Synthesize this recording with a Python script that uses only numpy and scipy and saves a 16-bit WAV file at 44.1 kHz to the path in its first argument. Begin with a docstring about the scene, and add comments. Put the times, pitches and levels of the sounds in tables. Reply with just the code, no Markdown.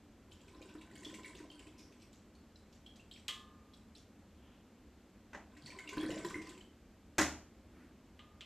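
"""A ventilation rumble lies under the end of a siphon run in a small room.
First a hose dribbles into the neck of a nearly full glass jug: bubbles ring, air gulps, a thin spray spurts.
Then the hose clinks on the glass, something rubs faintly, and the siphon's plastic cane knocks its bucket.
The last liquid gurgles down in a stronger run, from noise slaps and ringing air. The cane knocks again,
a soft noise rustle follows, and two last clinks, each a noise crack with ringing glass modes."""
import sys
import numpy as np
from scipy import signal
from scipy.io import wavfile

SR = 44100
rng = np.random.default_rng(int(sys.argv[2]) if len(sys.argv) > 2 else 0)


def file_out(sig):
    """Save sig as 16-bit WAV at sys.argv[1]."""
    # one column per channel
    cols = np.atleast_2d(sig).T
    # limit, then scale
    lim = np.clip(cols, -1, 1)
    pcm = np.round(lim * 32767).astype(np.int16)
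    wavfile.write(sys.argv[1], SR, pcm)


N = 372777
TIME = np.arange(N) / SR  # seconds
SHORT = SR // 4  # length of a short sound, in samples


def gain_of(db):
    """Turns decibels into amplitude."""
    return 10 ** (np.asarray(db) / 20)


def evened(x):
    """Scales a sound to rms 1."""
    return x / np.sqrt(np.mean(x ** 2) + 1e-20)


def unit(x):
    """Scales a short sound to the energy of 5 ms at rms 1."""
    return x / np.sqrt(np.sum(x ** 2) / (.005 * SR) + 1e-20)


def read(points, hz):
    """Reads a curve between its points, on a log-frequency axis."""
    f, value = np.transpose(points)
    return np.interp(np.log(hz + 1), np.log(f + 1), value)


def add(mix, s, sound):
    """Mixes a sound in at time s."""
    part = mix[max(round(s * SR), 0):][:len(sound)]
    part += sound[:len(part)]


def coloured(x, points, treble_db=0, size=4096):
    """Filters with the given spectrum and a treble shelf; nothing sounds before its cause (minimum phase)."""
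    hz = abs(np.fft.fftfreq(size, 1 / SR))
    shelf_db = treble_db * hz ** 2 / (hz ** 2 + 3500 ** 2)
    log_gain = np.log(gain_of(read(points, hz) + shelf_db))
    taps = np.fft.ifft(np.exp(np.conj(signal.hilbert(log_gain)))).real
    return signal.oaconvolve(x, taps[:size // 2])[:len(x)]


def resonate(x, hz, width):
    """One resonance, with a gain of about 1 at its peak; a narrow one rings longer."""
    r = np.exp(-np.pi * width / SR)
    return 2 * signal.lfilter([1 - r], [1, -r * np.exp(2j * np.pi * hz / SR)], x).real


def burst(t60, size=SHORT):
    """A puff of noise that falls by 60 dB in t60 seconds."""
    return rng.standard_normal(size) * gain_of(-60 * TIME[:size] / t60)


def ping(hz, t60, rise, glide=0, size=SHORT):
    """A dying sine with a soft start; glide is its rise in pitch, as a share per second."""
    t = TIME[:size]
    wave = np.sin(2 * np.pi * hz * (t + glide * t ** 2 / 2))
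    return wave * gain_of(-60 * t / t60) * (1 - np.exp(-t / rise))


# Colour of the ventilation noise. Each row: frequency in Hz, relative level in dB per Hz.
AIR_COLOUR = [(20, -22.5), (45, -3), (75, 0), (150, -14), (220, -2), (300, -11.5), (500, -15), (900, -22),
              (3000, -29), (5500, -36), (7500, -35), (10500, -49), (12800, -39.5)]
# Room modes that the ventilation stirs. Each row: frequency in Hz, width in Hz, level in dB rms.
ROOM_MODES = [(83.2, 16, -74), (220.5, 68, -68), (298, 31, -73)]


def air():
    """Steady ventilation noise, with a few room modes that boom because they store its energy."""
    out = gain_of(-62.5) * evened(coloured(rng.standard_normal(N), AIR_COLOUR))
    for hz, width, db in ROOM_MODES:
        out += gain_of(db) * evened(resonate(rng.standard_normal(N), hz, width))
    return out


# The two runs of liquid from the hose, one list each.
# Each row: time in seconds, relative flow in dB, relative spray in dB.
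LIQUID_RUNS = [
    [(0.25, -76, -91), (0.5, -71, -78), (0.56, -62.5, -69.5), (0.9, -67.5, -86), (1.0, -62, -64),
     (1.4, -65.5, -79), (1.7, -67, -78), (2.0, -80.5, -84), (2.2, -89.5, -97)],
    [(5.5, -68.5, -85), (5.63, -60, -67), (5.86, -59.5, -72), (5.98, -47.5, -61), (6.27, -54.5, -58),
     (6.57, -63, -73), (6.7, -95, -98)],
]


def flow_db(t, column=1):
    """Strength of the flow (column 1) or its spray (column 2) at times t."""
    runs = [np.array(run) for run in LIQUID_RUNS]
    return np.max([np.interp(t, run[:, 0], run[:, column], -140, -140) for run in runs], 0)


def bubble(hz, cycles=50, chirp=.3):
    """A trapped bubble falls 60 dB in a fixed number of cycles; its pitch rises as it nears the surface."""
    return ping(hz, t60=cycles / hz, rise=2.4 / hz, glide=chirp * hz / cycles, size=SR // 12)


# Resonances of the air above the liquid in the jug.
# Each row: frequency in Hz, width in Hz, relative level in dB.
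JUG_AIR_MODES = [(313, 20, 8), (1032.4, 27, 4.5), (1542, 34, 1), (1896, 140, -14), (2170, 32, 2),
                 (2576, 19, -8), (2780, 260, -14.5), (3300, 83, -11), (3570, 190, -22), (3930, 69, -6),
                 (7270, 57, 3.5), (7760, 170, -2.5)]


def jug(x, ring_db):
    """Sound from the liquid's surface leaves the neck partly straight, partly after ringing in the air space."""
    ringing = sum(gain_of(db) * resonate(x, hz, width) for hz, width, db in JUG_AIR_MODES)
    return x + gain_of(ring_db) * ringing


def bubble_stream(size, lo_hz, hi_hz, per_s, cycles, count=40):
    """Bubbles at random moments, in count pitches between two limits; size holds their random strengths."""
    chance, kind, out = rng.random(N), rng.integers(0, count, N), np.zeros(N)
    shapes = [bubble(hz, cycles) * (hz / lo_hz) ** 0.46 for hz in np.geomspace(lo_hz, hi_hz, count)]
    for at in np.flatnonzero(chance < per_s / SR):
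        add(out, at / SR, size[at] * shapes[kind[at]])
    return out


def dribble():
    """Large churning bubbles and a dense stream of small ones follow the flow; a fine fizz follows the spray."""
    flow, spray = gain_of(flow_db(TIME)), gain_of(flow_db(TIME, column=2))
    size = gain_of(6.5 * np.minimum(rng.exponential(1, N), 3.5)) * rng.choice([-1, 1], N)
    bubbles = jug(bubble_stream(size, lo_hz=560, hi_hz=5400, per_s=800, cycles=19), ring_db=10)
    fizz = jug(bubble_stream(size, lo_hz=4400, hi_hz=9200, per_s=320, cycles=45), ring_db=10)
    churn = jug(bubble_stream(size, lo_hz=132.0, hi_hz=600, per_s=160, cycles=6.9), ring_db=2)
    liquid = gain_of(-6.5) * evened(bubbles) + gain_of(-3) * evened(churn)
    return flow * liquid + gain_of(-8) * spray * evened(fizz)


STEADY_FLOW_DB = -65  # the flow at which lesser drops and gulps have their base levels


def beats(every_s, jitter=.7, size_scatter_db=0.5):
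    """Loosely regular moments while liquid runs: rows of (s, dB over steady flow, chance size dB, chance pitch)."""
    slots = np.arange(0, N / SR, every_s)
    late, size, pitch = rng.uniform(-1, 1, (len(slots), 3)).T
    s = slots + late * jitter * every_s / 2
    rows = np.transpose([s, flow_db(s) - STEADY_FLOW_DB, size_scatter_db * size, pitch])
    return rows[flow_db(s) > -120]


def small_drops():
    """Lesser drops grow louder and deeper with the flow, which traps larger bubbles; splashes follow the spray."""
    rows = []
    for s, over, size, pitch in beats(every_s=.1):
        db = -59 + 0.65 * over + size
        hz = 2244 * 2 ** (0.31 * pitch - .025 * over)  # exponent in octaves
        spray_over = flow_db(s, column=2) - STEADY_FLOW_DB
        rows.append((s, db, hz, -64 + 0.51 * spray_over + size))
    return rows


def swarm(lo_hz, hi_hz, spread_s, count):
    """Bubbles of random size, formed within moments of one another."""
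    out = np.zeros(SHORT)
    for pitch, delay, size in rng.random((count, 3)):
        hz = lo_hz * (hi_hz / lo_hz) ** pitch
        add(out, spread_s * delay ** 2, size * (1 - .5 * delay) * bubble(hz, cycles=24))
    return unit(out)


# The drops that stand out. Each row: start in seconds, relative bubble level in dB,
# starting pitch of the trapped bubble in Hz, relative splash level in dB.
CLEAR_DROPS = [(0.318, -57, 3000, -68), (0.8117, -57, 2220, -71), (0.9552, -57.5, 2110, -62),
               (1.0477, -44, 3320, -59), (1.1404, -53, 2190, -58), (1.2446, -44, 2190, -60),
               (1.3508, -60, 2640, -62), (1.5012, -50, 3060, -77), (1.592, -57, 2950, -66.5),
               (2.0193, -66, 2750, -68), (2.1304, -80, 4260, -69), (2.351, -62, 4230, -81),
               (2.5572, -57.5, 3930, -77), (2.7252, -68, 5230, -70.5), (2.8622, -48.5, 3177, -72.5),
               (2.9574, -68, 3830, -68.5), (2.9957, -56.5, 2620, -85), (3.112, -47.5, 3100, -64),
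               (3.159, -57.5, 2280, -68), (3.7356, -59, 3260, -70), (3.9506, -53.5, 3910, -65.5),
               (5.6596, -43.5, 4276, -65), (5.7029, -47.5, 2280, -65), (5.7866, -43.5, 2050, -61.5),
               (5.8747, -42, 2700, -68), (5.8896, -47, 2210, -55), (6.0014, -43, 3210, -77),
               (6.0842, -46.5, 1670, -68), (6.1033, -44, 2820, -59), (6.2458, -48.5, 1810, -52.5),
               (6.3063, -42.5, 1114, -63.5), (6.343, -34, 2010, -75), (6.4917, -64, 2960, -61),
               (6.6083, -53.5, 2970, -76)]
# Colour of a splash. Each row: frequency in Hz, relative level in dB.
SPLASH_COLOUR = [(200, -7.5), (600, -8.5), (1500, -16), (3000, 6), (4500, 5.5), (6000, -9), (7800, -9),
                 (9000, -9), (10500, -12), (13000, -8)]


def drops():
    """Each drop traps one main bubble and a few satellites, and throws up a noisy splash and tiny bubbles."""
    out = np.zeros(N)
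    for s, db, hz, splash_db in CLEAR_DROPS + small_drops():
        main = unit(ping(hz, t60=0.021, rise=0.0033, glide=8))
        add(out, s, gain_of(db - 5.5) * main)
        satellites = swarm(0.775 * hz, 1.442 * hz, spread_s=.02, count=7)
        add(out, s, gain_of((db + splash_db) / 2) * satellites)
        fizz = swarm(lo_hz=4980, hi_hz=8800, spread_s=0.06, count=8)
        add(out, s, gain_of(splash_db + 3.5) * fizz)
        noise = burst(t60=0.038) + 2.0 * burst(t60=0.046)
        splash = noise * (1 - np.exp(-TIME[:SHORT] / 0.0093))  # soft start
        add(out, s, gain_of(splash_db + 4) * unit(coloured(splash, SPLASH_COLOUR)))
    return jug(out, ring_db=5.0)


def small_gulps():
    """Lesser gulps grow with the flow and wander about the jug's lowest air mode."""
    rows = []
    for s, over, size, pitch in beats(every_s=.09):
        growth_db = 0.67 * over + size
        rows.append((s, -57.5 + growth_db, 333 * 2 ** (0.31 * pitch), -60 + growth_db))
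    return rows


# The big gulps of air leaving the hose. Each row: start in seconds, relative level in dB,
# starting pitch in Hz, relative level of the jug's second air mode in dB.
BIG_GULPS = [(0.55, -50.5, 313, -78), (0.751, -44, 318, -70), (1.062, -43, 318, -73),
             (1.184, -48.5, 322, -46.5), (1.401, -45.5, 321, -53), (1.668, -52, 315, -80),
             (5.97, -31, 309.7, -36.5), (6.031, -34, 319, -64), (6.102, -38, 321, -55),
             (6.247, -34.5, 335.6, -36.5), (6.355, -37.5, 318, -70)]


def gulps():
    """A slug of air swells against the air space and rings its two lowest modes, with a dull slap of liquid."""
    out = np.zeros(N)
    slap_colour = [(70, -6), (120, -2), (170, -5), (250, -3.5), (400, 5), (600, -16.5),
                   (1100, -11.0), (1600, -12.5), (4000, -35.5)]  # (Hz, dB)
    for s, db, hz, upper_db in BIG_GULPS + small_gulps():
        swell = ping(hz, t60=0.075, rise=0.033, glide=0.38) * (1 - np.exp(-TIME[:SHORT] / 0.00067))
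        add(out, s, gain_of(db + 3.5) * unit(swell))
        upper_hz = JUG_AIR_MODES[1][0] * rng.uniform(0.92, 1.0)
        add(out, s, gain_of(upper_db - 3.5) * ping(upper_hz, t60=0.098, rise=.003))
        slap = coloured(burst(t60=0.096), slap_colour)
        add(out, s, gain_of(db - 7) * unit(slap))
    return out


# How long the room rings. Each row: frequency in Hz, time to fall by 60 dB in seconds.
ROOM_DECAY = [(100, 0.64), (300, 0.47), (1000, 0.43), (4000, .39), (8000, 0.34), (13000, 0.38)]


def reflections(early=0, early_s=.02, size=SR * 3 // 4):
    """Dense echoes of random sign, each band dying at its own speed; near surfaces strengthen the first ones."""
    t = TIME[:size]
    taps = rng.choice([-1., 1.], size) * (rng.random(size) < 5000 / SR) * (t > .001)
    hz, frame_s, z = signal.stft(taps, SR, nperseg=256)
    fading = gain_of(-60 * frame_s / read(ROOM_DECAY, hz)[:, None])
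    tail = signal.istft(z * fading, SR, nperseg=256)[1][:size]
    return tail / np.linalg.norm(tail) * (1 + early * np.exp(-t / early_s))


def room(x):
    """The room's answer to a sound: all its echoes added up."""
    return signal.oaconvolve(x, reflections())[:N]


def spurt(start_s=1.778, rise_s=0.007, t60=0.31):
    """A thin spurt of spray: noise in one narrow band that starts fast and dies away."""
    age = np.maximum(TIME - start_s, 0)
    level = np.minimum(age / rise_s, 1) * gain_of(-61 - 60 * age / t60)
    return level * evened(resonate(rng.standard_normal(N), hz=5500, width=530))


def strikes(rows, modes, colour, early, early_s, crack_db, ring_db, favour_db, thinning):
    """Each blow is a crack, scattered by near surfaces and the room, and the ring of the object's modes."""
    out, t = np.zeros(N), TIME[:SR]
    for s, db, hard_db, favoured_hz in rows:
        bass = [(300, thinning * (db + 28)), (1000, 0)]  # (Hz, dB): blows below -28 dB have thinner bass
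        crack = unit(coloured(reflections(early, early_s), colour))
        add(out, s, gain_of(db + crack_db) * coloured(crack, bass, hard_db))
        for k, (hz, level, t60) in enumerate(modes):
            nearness = np.exp(-(np.log(hz / favoured_hz) / 0.11) ** 2)  # 1 when struck on an antinode
            mode_db = db + ring_db + level + read(bass, hz) + favour_db * nearness
            sign = (-1) ** k
            add(out, s, sign * gain_of(mode_db - 60 * t / t60) * np.sin(2 * np.pi * hz * t))
    return out


# The hose end taps the jug. Each row: start in seconds, relative level in dB,
# hardness as treble in dB, pitch in Hz of the modes that the contact point favours.
HOSE_TAPS = [(3.2805, -51.5, 29.5, 1020), (3.2855, -30, -32.5, 3250), (8.191, -46.5, -21, 1284),
             (8.4075, -46, -2.5, 2550)]
# Modes of the glass. Each row: frequency in Hz, relative level in dB, time to fall by 60 dB in seconds.
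GLASS_MODES = [(1065, -8, 1.1), (1197, -11, 1.3), (1225, -9, 1.3), (1733, -12, .9), (1997, -4, .3),
               (2110, -4, .25), (2400, -7, .25), (2589, -8, .4), (2876, -3, .25), (2978, -5, .33),
               (3150, -5, .2), (3255, -6, .3), (3312, -6, .3), (3620, -8, .4), (3916, -4, .22),
               (4151, -10, .35), (7682, -11, .16)]
# Colour of the crack on glass. Each row: frequency in Hz, relative level in dB.
GLASS_CRACK = [(200, -12), (900, -9), (2000, 4.5), (2500, 7.5), (3100, 16.5), (4200, 5), (5500, -3),
               (7800, -4.5), (10000, -20.5), (13000, -21)]


def glass_clinks():
    """The hose end taps the jug, and the stiff glass rings in many high modes."""
    return strikes(HOSE_TAPS, GLASS_MODES, GLASS_CRACK, early=2.0, early_s=0.0071,
                   crack_db=2.5, ring_db=-19, favour_db=11, thinning=0)


def rustle(middle_s, half_s, db, colour):
    """Soft friction noise that swells and fades with one stroke, 18 dB weaker at the stroke's ends."""
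    level = gain_of(db - 18 * np.minimum(((TIME - middle_s) / half_s) ** 2, 10))
    return level * evened(coloured(rng.standard_normal(N), colour))


# One faint rub. Its values: middle in seconds, half length in seconds, level in dB.
RUB_STROKE = (4.5, 0.19, -71.5)
# Colour of the rub. Each row: frequency in Hz, relative level in dB.
RUB_COLOUR = [(300, -25), (800, 0), (1400, -6), (2200, -10), (3200, -1), (4300, -23), (10000, -38)]


def hose_rub():
    """A faint stroke of friction noise, probably the hand on the hose."""
    return rustle(*RUB_STROKE, RUB_COLOUR)


# The cane strikes the bucket. Each row: start in seconds, relative level in dB,
# hardness as treble in dB, pitch in Hz of the modes that the contact point favours.
CANE_KNOCKS = [(5.331, -46.5, -22, 2390), (5.345, -42, -25, 604), (7.1816, -30.5, 0.5, 1120),
               (7.1872, -26, -13.5, 316), (7.2115, -30, -5.5, 1880)]
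# Modes of the bucket and its stand.
# Each row: frequency in Hz, relative level in dB, time to fall by 60 dB in seconds.
BUCKET_MODES = [(76, -3, .7), (263, -3, .28), (310, -1, .35), (417, -2, .22), (560, -4, .22), (685, -5, .2),
                (792, -4, .2), (963, -5, .18), (992, -6, .22), (1063, -5, .22), (1190, -6, .2),
                (1292, -5, .2), (1624, -1, .2), (1659, -1, .2), (1783, -2, .2), (1917, -2, .18),
                (1997, 2, .2)]
# Colour of the crack on the bucket. Each row: frequency in Hz, relative level in dB.
BUCKET_CRACK = [(35, -35), (60, -23), (193, -11.5), (290, -3), (486, -18.5), (557, -9), (893, -10.5),
                (1250, -14.5), (1370, -11.5), (1960, -12), (2690, -14), (4720, -18.5), (6770, -11),
                (9920, -28.5), (13000, -29.5)]


def bucket_knocks():
    """The cane knocks the bucket, whose low modes ring longest; lighter blows have less bass."""
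    return strikes(CANE_KNOCKS, BUCKET_MODES, BUCKET_CRACK, early=1.56, early_s=0.014,
                   crack_db=6.5, ring_db=-14, favour_db=11.0, thinning=0.16)


# One soft rustle. Its values: middle in seconds, half length in seconds, level in dB.
SLEEVE_STROKE = (7.81, 0.13, -58.5)
# Colour of the rustle. Each row: frequency in Hz, relative level in dB.
CLOTH_COLOUR = [(100, -5), (300, 19), (600, -19), (1200, -3.5), (2000, -4.5), (3000, -17), (8000, -27.5)]


def sleeve_rustle():
    """A soft stroke of friction noise, probably the sleeve as the arm swings."""
    return rustle(*SLEEVE_STROKE, CLOTH_COLOUR)


def scene():
    """All sources stand in the middle; only the treble of the room and of the ventilation spreads sideways."""
    liquid = dribble() + gain_of(-2.0) * drops() + spurt()
    gurgle = gulps()
    glass = glass_clinks()
    bucket = bucket_knocks()
    handling = hose_rub() + sleeve_rustle()
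    echo = room(gain_of(-0.5) * liquid + gain_of(-3.5) * gurgle)
    mid = air() + liquid + gurgle + glass + handling + bucket + echo
    side_echo = room(gain_of(-6) * liquid + gain_of(-6) * bucket + gain_of(-18) * glass)
    spread = side_echo + gain_of(-3.5) * air()
    treble_only = signal.firwin(401, 4150, pass_zero=False, fs=SR)
    side = signal.oaconvolve(spread, treble_only, "same")
    return np.array([mid + side, mid - side])


def record(dry):
    """Cuts away everything above the upper band limit of 13150 Hz."""
    low_pass = signal.firwin(511, 13150, window=("kaiser", 9), fs=SR)
    return signal.oaconvolve(dry, low_pass[None], "same")


dry = scene()
out = record(dry)
file_out(out)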